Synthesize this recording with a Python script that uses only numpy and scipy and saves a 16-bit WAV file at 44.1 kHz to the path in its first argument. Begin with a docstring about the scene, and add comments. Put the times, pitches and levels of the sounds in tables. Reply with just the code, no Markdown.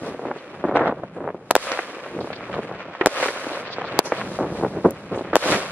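"""Outdoors at night, a firework cake fires: near bangs overload a small stereo microphone and bounce off the ground.
Each bang is a slowing pressure swing with a noise crack; echoes return as swells of filtered random pops.
Far shots are dull swings with scattered repeats, over a lumpy rumble, deep roar and wash of random pops.
Launch tubes ring as damped sines; crackling stars are narrow noise bursts, and burning stars hiss faintly."""
import sys
import numpy as np
from scipy import signal
from scipy.fft import rfft, irfft, next_fast_len
from scipy.io import wavfile
from scipy.ndimage import map_coordinates

SR = 44100
rng = np.random.default_rng(int(sys.argv[2]) if len(sys.argv) > 2 else 0)


def wav_out(sig):
    """Save sig, one row per channel (or a flat mono array), as 16-bit PCM at SR to the path in sys.argv[1]."""
    wavfile.write(sys.argv[1], SR, np.round(np.clip(np.atleast_2d(sig).T, -1, 1) * 32767).astype(np.int16))


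N = 251811


def amp(db):
    """Amplitude gain of a dB value."""
    return 10 ** (np.asarray(db) / 20)


def power(db):
    """Power of a dB value."""
    return amp(2 * np.asarray(db))


def column(values):
    """One value per row, to broadcast over time."""
    return np.reshape(values, (-1, 1))


def colour(x, points, causal=False):
    """Shape by a (Hz, dB) spectrum; the causal form is minimum-phase, so nothing sounds early."""
    hz, db = np.transpose(points)
    size = 2 * next_fast_len(N // 2 + 1)
    f = np.fft.rfftfreq(size, 1 / SR)
    gain = amp(np.interp(np.log(f + 1), np.log(hz + 1), db))
    if causal:
        cepstrum = irfft(np.log(gain), size)
        cepstrum[1:size // 2] *= 2
        cepstrum[size // 2 + 1:] = 0
        gain = np.exp(rfft(cepstrum))
    return irfft(rfft(x, size) * gain, size)[..., :N]


def dull(x, hz):
    """Air and distance take the treble: third-order low-pass."""
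    sos = signal.butter(3, np.clip(hz, 100, 18000), fs=SR, output="sos")
    return signal.sosfilt(sos, x)


def thin(x, hz):
    """First-order bass cut."""
    return signal.lfilter(*signal.butter(1, hz, "high", fs=SR), x)


def add(track, s, sound):
    """Mix a sound in at a time in seconds."""
    i = round(s * SR)
    track[..., i:i + sound.shape[-1]] += sound[..., :N - i]


def blast(slowness, fade_s, bend):
    """A shock front, then ever slower pressure swings as port and capsule settle; slowness stretches it all."""
    t = np.arange(1200) / SR / slowness
    swings = np.sin(np.pi * (4000 * t) ** bend)
    return swings * np.exp(-(t / fade_s) ** 2)


def swell(start, end, rise_db_per_s, fall_db_per_s):
    """Power that rises until start and falls after end; it tops at 1 unless end comes before start."""
    t = np.arange(N) / SR
    drop_db = rise_db_per_s * np.maximum(start - t, 0) + fall_db_per_s * np.maximum(t - end, 0)
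    return power(-drop_db)


# Near bangs, some as two close bursts. Each row: start in seconds, blast level in dB, crack level in dB,
# slowness as a ratio, fade in ms at slowness 1, ground echo in dB re blast, bass cut in Hz, treble cut in Hz.
NEAR_BANGS = [(1.5069, -6.5, -34, 0.87, 2.4, -50, 230, 3000), (1.51005, 8, -8, 1.11, 1.47, -53, 900, 16000),
              (1.55324, 6, -9, 1.02, 2.1, -5, 900, 16000), (1.55408, -2.5, -18, 0.37, 2.54, -33, 20, 9000),
              (3.05991, 9, -9, 1.07, 1.8, -8, 460, 16000), (3.06044, 6.5, -14, 1.35, 0.45, -40, 20, 16000),
              (3.98998, 1, -10, 1.93, 1.85, -50, 900, 12000), (3.99113, 3, -6, 0.94, 1.89, -50, 20, 16000),
              (5.35592, 13.5, -5, 1.06, 1.6, -12, 900, 16000)]
GROUND_LAG_S = 0.0095
CRACK_BODY_HZ, CRACK_BODY_DB = 4070, 4.5


def bangs():
    """Blast and ragged noise crack with a short fizz, then a duller bounce off the ground."""
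    out = np.zeros((2, N))
    rough = rng.standard_normal((len(NEAR_BANGS), 2, 1200))
    t = np.arange(1200) / SR
    onset = 1 - np.exp(-(t / 0.0003) ** 2)
    for (s, db, crack_db, slowness, fade_ms, echo_db, bass_hz, top_hz), noise in zip(NEAR_BANGS, rough):
        fizz = dull(noise, hz=8100) * np.exp(-t / 0.0039)
        front = thin(blast(slowness, fade_ms / 1000, bend=0.57), bass_hz)
        front = dull(front, top_hz)
        add(out, s, amp(db) * front * [[1], [-0.5]])

        body = signal.lfilter(*signal.iirpeak(CRACK_BODY_HZ, 1.5, fs=SR), noise)
        crack = (noise + amp(CRACK_BODY_DB) * body) * [[1], [0.7]]
        crack = crack * np.exp(-(t / 0.00067) ** 2)
        add(out, s, amp(crack_db) * (crack + amp(-17) * fizz))

        reflected = dull(blast(slowness * 0.8, fade_s=0.0025, bend=0.52), hz=6000)
        bounce = onset * reflected * [[1], [-0.3]] + amp(-21) * fizz
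        add(out, s + GROUND_LAG_S, amp(db + echo_db) * bounce)
    return out


TAIL_DB_RE_BLAST = (-46, -21, -44, -52)   # rumble body, rumble edge, wash, hiss
TAIL_FALL_DB_PER_S = 1100


def tail_power():
    """Short decaying tail of each bang: power of rumble body, edge, wash and hiss."""
    t = np.arange(N) / SR
    total = np.zeros((4, N))
    for s, db, *_ in NEAR_BANGS:
        fall = swell(s, s, 0, TAIL_FALL_DB_PER_S) * (t > s)
        total += power(db + column(TAIL_DB_RE_BLAST)) * fall
    return total


# Swells answering near bangs. Each row: bang time in seconds, then top levels in dB of
# rumble edge, wash and hiss.
ECHO_SWELLS = [(-.09, -32, -46, -59.5), (1.549, -30.5, -33.5, -43.5), (3.063, -27, -30.5, -39.5),
               (3.9913, -29.5, -42, -56), (5.354, -25, -29, -37)]
ECHO_LAG_S, ECHO_RISE_DB_PER_S, ECHO_FALL_DB_PER_S = 0.17, 90.5, 109
ECHO_BODY_DB_RE_EDGE = -8.5


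def echo_power():
    """The surroundings return each bang as a swell: power of rumble body, edge, wash and hiss."""
    t = np.arange(N) / SR
    total = np.zeros((4, N))
    for s, edge_db, wash_db, hiss_db in ECHO_SWELLS:
        top = s + ECHO_LAG_S
        top_db = column([edge_db + ECHO_BODY_DB_RE_EDGE, edge_db, wash_db, hiss_db])
        shape = swell(top, top, ECHO_RISE_DB_PER_S, ECHO_FALL_DB_PER_S)
        total += power(top_db) * shape * (t > s)
    return total


# Far or reflected shots. Each row: start in seconds, peak of first arrival in dB,
# nominal pitch in Hz, nominal treble limit in Hz (scaled at the filters).
FAR_SHOTS = [(0.0375, -28, 720, 1080), (0.1462, -22, 448, 900), (0.1931, -18.5, 530, 915),
             (.253, -16, 617, 895), (0.2847, -19, 486, 1300), (0.3134, -12.5, 710, 1200),
             (.3621, -24, 526, 1570), (0.64, -9, 500, 1010), (0.65, -11, 372, 1080), (.676, -26, 520, 1000),
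             (0.6924, -12.5, 423, 1030), (0.7123, -12.5, 600, 960), (0.723, -14, 520, 980),
             (0.757, -9, 805, 1380), (0.763, -12, 800, 1600), (.7703, -5.5, 840, 1210),
             (0.783, -17, 600, 1200), (.7935, -9, 706, 1200), (0.8068, -15, 494, 1100),
             (0.814, -10, 790, 1190), (0.82, -12.5, 900, 1280), (.8285, -15, 500, 1100),
             (0.8379, -18, 650, 1200), (.851, -18, 497, 1100), (0.8583, -9.5, 776, 1090),
             (.8783, -9, 810, 1080), (0.896, -15, 507, 1130), (0.9113, -17, 516, 895),
             (0.9236, -12.5, 534, 800), (1.035, -17, 497, 940), (1.164, -25, 500, 900),
             (1.184, -26, 520, 900), (1.205, -24.5, 620, 1200), (1.224, -24, 520, 900),
             (1.2415, -18.5, 620, 1000), (1.252, -25, 560, 1290), (1.2761, -13, 550, 1020),
             (1.289, -17, 750, 1250), (1.303, -21, 590, 1300), (1.345, -19.5, 400, 750),
             (1.7174, -14, 580, 2370), (1.749, -23, 596, 1890), (1.7743, -15, 1130, 2350),
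             (1.79, -11.5, 646, 1540), (2.062, -23, 580, 1440), (2.19, -17.5, 444, 1150),
             (2.2106, -16, 510, 920), (2.244, -18.5, 420, 784), (2.2729, -21, 624, 875),
             (2.3034, -18.5, 516, 1140), (2.3298, -24, 804, 2630), (2.408, -23.5, 900, 1600),
             (2.4965, -20, 596, 880), (2.541, -16, 910, 1700), (2.565, -18, 554, 1000),
             (2.582, -17, 437, 800), (2.5904, -13.5, 430, 790), (2.6496, -25, 390, 1120),
             (2.694, -25, 600, 1100), (2.713, -18, 600, 930), (2.8054, -22.5, 1150, 1630),
             (2.9508, -20.5, 890, 1520), (3.011, -9, 1070, 1850), (3.173, -26, 610, 2690),
             (3.202, -15, 1280, 2650), (3.2277, -8.5, 633, 1720), (3.2584, -13, 556, 1200),
             (3.2832, -12, 1580, 2130), (3.287, -16.5, 460, 1200), (3.305, -21, 600, 1300),
             (3.362, -19, 696, 1400), (3.437, -22.5, 600, 1200), (3.4668, -18, 417, 970),
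             (3.5155, -18.5, 530, 990), (3.573, -18, 600, 1200), (3.628, -27, 700, 1400),
             (3.7013, -22, 620, 1660), (3.7835, -14, 520, 1270), (3.814, -18.5, 650, 1100),
             (3.818, -16, 674, 1200), (3.8423, -18, 700, 1400), (3.848, -19, 600, 1510),
             (4.1207, -5.5, 515, 1210), (4.214, -12.5, 1200, 1680), (4.224, -25, 880, 1540),
             (4.3886, -11.5, 560, 890), (4.396, -18, 420, 700), (4.4018, -16.5, 640, 1090),
             (4.4081, -10.5, 377, 795), (4.416, -14, 380, 650), (4.4258, -18, 600, 1000),
             (4.431, -17, 520, 1000), (4.436, -18, 480, 750), (4.443, -13.5, 553, 900),
             (4.451, -18, 420, 800), (4.464, -24, 900, 1700), (4.551, -20.5, 390, 646),
             (4.587, -26, 400, 700), (4.597, -20, 520, 900), (4.611, -20, 480, 1100),
             (4.626, -15.5, 480, 800), (4.6348, -8, 490, 800), (4.648, -8.5, 450, 1000),
             (4.664, -16, 408, 730), (4.8441, -12, 407, 834), (4.848, -7, 393, 940), (4.8530, -7, 387, 834),
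             (4.8571, -3, 434, 730), (4.875, -22, 483, 900), (4.889, -22, 550, 1100),
             (5.1194, -19.5, 452, 800), (5.127, -18, 481, 800), (5.141, -21, 520, 850),
             (5.149, -22, 600, 1000), (5.16, -17.5, 443, 750), (5.1751, -13.5, 410, 696),
             (5.1924, -17, 550, 900), (5.2091, -16, 420, 650), (5.220, -24, 400, 700),
             (5.247, -23, 450, 900), (5.3314, -9.5, 567, 1510), (5.4577, -16, 395, 1000),
             (5.464, -12, 546, 1000), (5.468, -15, 620, 1260), (5.4915, -18, 700, 1500),
             (5.5214, -8.5, 1320, 2630), (5.5304, -19, 560, 2300), (5.5797, -23, 650, 2417)]
SCATTER_MS = 6.3   # e-fold of the repeats


def thuds():
    """Each dull shot comes with a few weaker, uneven repeats off walls and trees."""
    out = np.zeros((2, N))
    lags = rng.random((len(FAR_SHOTS), 4))
    sides = rng.standard_normal((len(FAR_SHOTS), 5))
    signs = rng.choice([-1, 1], (len(FAR_SHOTS), 5))
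    for (s, db, hz, top_hz), lag, side, sign in zip(FAR_SHOTS, lags, sides, signs):
        wave = dull(blast(slowness=680 / hz, fade_s=0.0021, bend=0.5655), 1.68 * top_hz)
        wave = dull(wave, 2.38 * top_hz)
        wave = amp(db) * wave / np.abs(wave).max()
        delays_ms = np.r_[0, np.cumsum(1.5 + 3.5 * lag)]
        gains = np.where(delays_ms > 0, 0.7, 1) * np.exp(-delays_ms / SCATTER_MS)
        gains = gains * np.r_[1, sign[1:]]
        for delay_ms, gain, pan in zip(delays_ms, gains, side):
            add(out, s + delay_ms / 1000, gain * wave * [[1], [pan]])
    return out


def grit_bursts(table):
    """Spiky noise in a narrow band, rising 30 dB over the build-up and falling 60 dB over t60."""
    out = np.zeros((2, N))
    spikes = rng.exponential(1, (len(table), 1, 6000)) ** 1.4
    noise = rng.standard_normal((len(table), 2, 6000)) * spikes
    t = (np.arange(6000) - 2000) / SR
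    for (s, db, hz, build_s, t60_s), grit in zip(table, noise):
        band = signal.butter(3, [hz / 1.25, hz * 1.3], "band", fs=SR, output="sos")
        drop_db = 60 * np.maximum(t / t60_s, -t / build_s / 2)
        add(out, s + t[0], amp(db - 3.5 - drop_db) * signal.sosfilt(band, grit))
    return out


# Each row: peak time in seconds, level in dB before a common trim, centre in Hz,
# build-up in seconds, t60 in seconds.
THUD_GRIT = [(.6403, -29, 1750, .002, .057), (.771, -16, 1700, .003, .05), (.818, -16, 1500, .02, 0.048),
             (.695, -26, 1710, .01, 0.043), (.797, -22, 1800, .02, .05), (.84, -23, 1680, .02, 0.044),
             (.912, -28.5, 1900, .003, 0.027), (.875, -18, 1690, 0.041, 0.052),
             (1.7184, -15, 1900, .002, 0.027), (1.7894, -16, 1780, .002, 0.067),
             (2.306, -29, 2200, .005, .04), (2.331, -22, 2100, .002, .05), (3.0118, -4, 1500, .002, 0.052),
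             (3.012, -14.5, 2300, 0.0019, 0.036), (3.2275, -10, 1610, .002, 0.057),
             (3.2864, -15, 1750, .005, 0.071), (4.1216, -12, 1700, 0.0017, 0.036),
             (4.2145, -36, 1960, 0.0018, .03), (4.41, -30, 1100, 0.027, 0.11),
             (4.64, -33, 1000, 0.033, 0.073), (4.853, -6.5, 990, 0.016, 0.048),
             (5.3324, -6.5, 1310, 0.0014, 0.076), (5.5228, -9.5, 1810, 0.0056, 0.046)]


def thud_grit():
    """Gritty edge of the brightest thuds, as noise bursts."""
    return grit_bursts(THUD_GRIT)


# Each row: start in seconds, level in dB before the onset ramp, ring in Hz, t60 in seconds.
TUBE_RINGS = [(3.0109, -11, 359, 0.025), (4.1212, -18, 424, 0.017), (5.3315, -14.5, 304, 0.023)]


def tubes():
    """Launch tubes ring low as they fire: a damped sine each."""
    out = np.zeros((2, N))
    t = np.arange(3000) / SR
    onset = 1 - np.exp(-(t / 0.00052) ** 2)
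    for s, db, hz, t60_s in TUBE_RINGS:
        ring = amp(db - 60 * (t / t60_s) ** 2) * np.sin(2 * np.pi * hz * t)
        add(out, s, ring * onset * [[1], [0.3]])
    return out


# Each row: start in seconds, level in dB before a common trim.
STAR_POPS = [(4.906, -20)]


def snap():
    """A small star pops: a thin bright click of differenced, decaying noise."""
    out = np.zeros((2, N))
    for s, db in STAR_POPS:
        bright = np.diff(rng.standard_normal((2, 400)))
        burst = bright * np.exp(-np.arange(399) / SR / 0.0016)
        add(out, s + 0.0016, amp(db - 12) * burst)
    return out


# Each row: peak time in seconds, level in dB before a common trim, centre in Hz,
# build-up in seconds, t60 in seconds.
STAR_CRACKLES = [(.384, -42, 3260, .01, .1), (.763, -28, 3200, .01, 0.044), (.771, -38, 4700, .002, 0.019),
                 (.875, -35, 2980, 0.024, 0.071), (.88, -44, 4650, 0.0017, 0.014),
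                 (1.7185, -22, 4620, .002, .02), (2.206, -39, 3860, .005, 0.15),
                 (2.330, -30.5, 3460, .002, .06), (2.358, -37.5, 3800, 0.018, .07),
                 (2.543, -36, 3300, 0.011, 0.11), (3.545, -34, 3380, 0.14, .1),
                 (3.68, -36, 3440, 0.11, 0.045), (3.735, -29.5, 3870, .06, 0.075),
                 (3.88, -36, 3530, 0.13, .05), (3.921, -36, 3230, .004, 0.061),
                 (4.06, -33, 5160, 0.031, 0.16), (4.185, -35, 3530, .05, .12), (5.185, -38, 3300, .01, .07),
                 (.365, -58, 6500, .02, .15), (.548, -65, 8100, .01, .13), (.762, -53, 8000, .01, .054),
                 (1.15, -66.5, 7500, .05, .3), (2.635, -60, 8000, .05, 0.22), (3.93, -61, 9500, 0.047, .06),
                 (4.06, -45, 10200, 0.056, 0.17), (5.165, -52, 7000, .05, 0.22)]


def crackles():
    """Puffs of crackling stars build up and die, each a band of grit."""
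    return grit_bursts(STAR_CRACKLES)


# Far salvos. Each row: end of rise in seconds, start of fall in seconds, rise in dB per s, fall in dB per s,
# then levels in dB of roar, rumble body, rumble edge and wash.
SALVO_ROLLS = [(0.026, 0.097, 606, 152, -42, -30.5, -27.5, -65),
               (0.2, 0.19, 902, 300, -54, -38, -46, -61.5), (0.236, 0.31, 302, 400, -53, -31.5, -28, -56),
               (0.36, 0.35, 902, 406.5, -41.5, -31, -39, -44), (0.545, 0.55, 300, 202, -51, -44, -31, -63),
               (0.645, 0.69, 2004, 506, -40.5, -30, -20, -55),
               (.757, 0.769, 609, 301, -35, -22, -10.5, -40),
               (0.785, 0.901, 405, 453, -48, -24.5, -14.5, -49),
               (0.979, 0.99, 606, 402, -47, -34.5, -30.5, -56), (1.038, 1.04, 904, 702, -41, -30, -25, -66),
               (1.169, 1.3, 902, 600, -48, -32.5, -33, -71),
               (1.345, 1.34, 2998, 1202, -42, -28.5, -33, -65), (2.003, 2.08, 200, 300, -71, -44, -32, -46),
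               (2.15, 2.21, 295, 106, -42, -31.5, -37, -67), (2.557, 2.555, 297, 250, -33, -35, -23, -48),
               (2.648, 2.58, 600, 397, -44, -27, -41, -64), (2.717, 2.75, 400, 346, -44.5, -42, -29, -61),
               (2.89, 2.9, 200, 300, -48, -43, -33, -64), (3.01, 3.08, 4000, 1498, -55, -33.5, -24, -44),
               (3.488, 3.55, 202, 198, -58, -48, -27, -43.5), (3.785, 4, 898, 204, -61, -41, -34, -47.5),
               (3.935, 4, 405, 900, -46.5, -34.5, -26.5, -44.5),
               (4.052, 4.05, 1206, 183, -46, -33, -23.5, -38),
               (4.118, 4.044, 2000, 400, -47, -27, -36, -16), (4.182, 4.2, 300, 200, -45, -50, -31, -40.5),
               (4.391, 4.53, 1998, 600, -40, -33.5, -33, -64),
               (4.525, 4.61, 297, 300, -40, -35.5, -31.5, -52),
               (4.634, 4.662, 300, 500, -32, -27.5, -26.5, -52),
               (4.764, 4.78, 195, 348.5, -41, -29, -27.5, -51),
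               (4.855, 4.87, 1300, 604, -25, -13.5, -18, -51), (4.91, 4.89, 597, 593, -44, -17, -33, -58),
               (5.121, 5.15, 898, 600, -37, -28.5, -30, -45), (5.282, 5.3, 250, 452, -53, -36.5, -34, -47),
               (5.334, 5.35, 3000, 900, -51, -22, -21, -34), (5.465, 5.39, 900, 400, -18, -4, -21, -45),
               (5.5, 5.55, 298, 245, -36, -24, -28, -36.5)]


def roll_power():
    """Far salvos roll in and die away: power of roar, rumble body, edge and wash."""
    total = np.zeros((4, N))
    for start, end, rise, fall, *top_db in SALVO_ROLLS:
        total += power(column(top_db)) * swell(start, end, rise, fall)
    return total


# Far firing, interpolated. Each row: time in seconds, then levels in dB before the dips of
# roar, rumble body, wash and hiss.
FAR_FIRING = [(0.0, -54, -45, -58, -66), (0.4, -62, -47.5, -50.5, -70.5), (0.6, -49, -38.5, -50.5, -73),
              (0.8, -41.5, -28, -61, -85), (1.07, -50, -51, -55.5, -80), (1.16, -46.5, -44.5, -57, -87),
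              (1.49, -50.5, -46.5, -62.5, -74), (1.9, -65, -43, -48, -58.5), (2.2, -48, -44, -48, -64),
              (2.6, -48, -37.5, -45.5, -67), (2.95, -52, -49.5, -46, -86.5), (3.0, -59, -47, -50, -73),
              (3.4, -45, -41.5, -43, -51.5), (3.6, -55, -40, -43, -56), (3.7, -50, -42, -42, -87),
              (3.97, -45, -46, -41.5, -79), (4.2, -16.5, -33.5, -46.5, -55), (4.5, -36, -40, -50.5, -59.5),
              (5.0, -46, -42, -53, -66.5), (5.301, -44, -50, -48, -69.5), (5.71, -28.5, -51, -40.5, -57)]
EDGE_DB_RE_BODY = 3.5
# roar, rumble body, rumble edge, wash, hiss
DIP_DB = (-38.5, -19.5, -19, -16.5, 0)
DIP_RECOVERS_DB_PER_S = (68, 70.6, 70, 79.6, 80)


def background_power():
    """Steady far firing that sinks after each bang in ECHO_SWELLS, then recovers: power of all five layers."""
    t = np.arange(N) / SR
    s, roar_db, body_db, wash_db, hiss_db = np.transpose(FAR_FIRING)
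    rows = (roar_db, body_db, body_db + EDGE_DB_RE_BODY, wash_db, hiss_db)
    level_db = np.array([np.interp(t, s, row) for row in rows])
    for bang_s, *_ in ECHO_SWELLS:
        dip_db = column(DIP_DB) + column(DIP_RECOVERS_DB_PER_S) * (t - bang_s)
        level_db = level_db + (t > bang_s) * np.minimum(dip_db, 0)
    return power(level_db)


def bed_gains():
    """Amplitudes of roar, rumble body, edge, wash and hiss from the summed powers."""
    total = background_power()
    total[:-1] += roll_power()
    total[1:] += echo_power() + tail_power()
    return np.sqrt(total)


def grains(per_s, spread_db, spectrum, low_hz, high_hz):
    """Random pops of uneven size and side; mid and side rows, scaled to mid rms 1 in the named band."""
    size = amp(spread_db * np.minimum(rng.exponential(1, N), 4))
    pops = size * rng.choice([-1, 1], N) * (rng.random(N) < per_s / SR)
    mid_side = colour(np.array([pops, pops * rng.standard_normal(N)]), spectrum)
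    sos = signal.butter(4, [low_hz, high_hz], "band", fs=SR, output="sos")
    return mid_side / signal.sosfilt(sos, mid_side[0]).std()


def flicker(per_s):
    """Smooth random curve through normal knots of spread 1."""
    knots = rng.standard_normal(400)
    return map_coordinates(knots, [np.arange(N) / SR * per_s], order=3)


# Each row: frequency in Hz, relative density in dB per Hz.
RUMBLE_SPECTRUM = [(47, -43.5), (80, -16.5), (310, 0.5), (543, -2), (868, -12.5), (1920, -27.5),
                   (2660, -67), (3550, -46.5), (6000, -77), (7800, -87.5), (13200, -120)]


def rumble(body_gain, edge_gain):
    """Lumpy far rumble of pops; nearer salvos keep more of the edge above the body."""
    pops = grains(per_s=900, spread_db=3, spectrum=RUMBLE_SPECTRUM, low_hz=188, high_hz=1020)
    # forward then backward, so the delays largely cancel
    body = dull(dull(pops, hz=724)[:, ::-1], hz=690)[:, ::-1]
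    return body_gain * body + edge_gain * (pops - body)


# Each row: frequency in Hz, relative density in dB per Hz.
ROAR_SPECTRUM = [(18, -24.5), (30, -14.5), (60, -0.5), (120, 8.5), (200, 12.5), (400, -42)]


def roar(gain):
    """Deep roar of overlapping low pops."""
    return gain * grains(per_s=820, spread_db=1, spectrum=ROAR_SPECTRUM, low_hz=39.8, high_hz=183)


# Each row: frequency in Hz, relative density in dB per Hz.
WASH_SPECTRUM = [(88, -36), (150, -37), (194, -41), (378, -10), (533, 5), (846, -6.5), (1110, 0),
                 (2450, -7.5), (9000, -45.5), (11700, -100), (19800, -120)]


def wash(gain):
    """Echo wash of pops with a flickering level."""
    level = gain * amp(2.13 * flicker(per_s=45))
    return level * grains(per_s=1900, spread_db=2, spectrum=WASH_SPECTRUM, low_hz=1716, high_hz=5000)


# Each row: frequency in Hz, relative density in dB per Hz.
HISS_SPECTRUM = [(2300, 14), (4000, 15.5), (6700, 6.5), (11500, 3), (12300, 13.5), (13000, -52),
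                 (16000, -85)]


def hiss(gain):
    """Burning stars hiss: dense bright pops with a flickering level."""
    level = gain * amp(2.1 * flicker(per_s=14))
    return level * grains(per_s=17000, spread_db=4, spectrum=HISS_SPECTRUM, low_hz=5300, high_hz=13100)


# Two close ports, widened. Each row: frequency in Hz, side gain in dB.
PORT_WIDTH = [(60, -26), (200, -46), (400, -37), (700, -23), (1300, -13.5), (2400, -1.5), (4400, 5),
              (8000, 6.5), (15000, 8)]
FAR_CUT_HZ = 13200


def scene():
    """Sum mid and side, then spread them over two ports."""
    roar_gain, body_gain, edge_gain, wash_gain, hiss_gain = bed_gains()
    far = thuds() + thud_grit() + tubes() + crackles()
    far = far + rumble(body_gain, edge_gain) + roar(roar_gain) + wash(wash_gain) + hiss(hiss_gain)
    far = signal.sosfilt(signal.cheby2(8, 50, FAR_CUT_HZ, fs=SR, output="sos"), far)
    mid, side = far + bangs() + snap()
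    side = colour(side, PORT_WIDTH, causal=True)
    return np.array([mid + side, mid - side])


BASS_CUT_HZ, NARROW_BELOW_HZ, TOP_CUT_HZ = 40, 85, 16900
CLIP_LEVEL = 0.86


def record(dry):
    """The bass is thinned, peaks clip hard, the bass is narrowed, the top is cut."""
    thinned = signal.sosfilt(signal.butter(1, BASS_CUT_HZ, "high", fs=SR, output="sos"), dry)
    left, right = thinned / (1 + np.abs(thinned / CLIP_LEVEL) ** 6) ** (1 / 6)
    side = thin((left - right) / 2, NARROW_BELOW_HZ)
    pair = (left + right) / 2 + side * [[1], [-1]]
    return signal.sosfilt(signal.cheby2(16, 110, TOP_CUT_HZ, fs=SR, output="sos"), pair)


dry = scene()
out = record(dry)
wav_out(out)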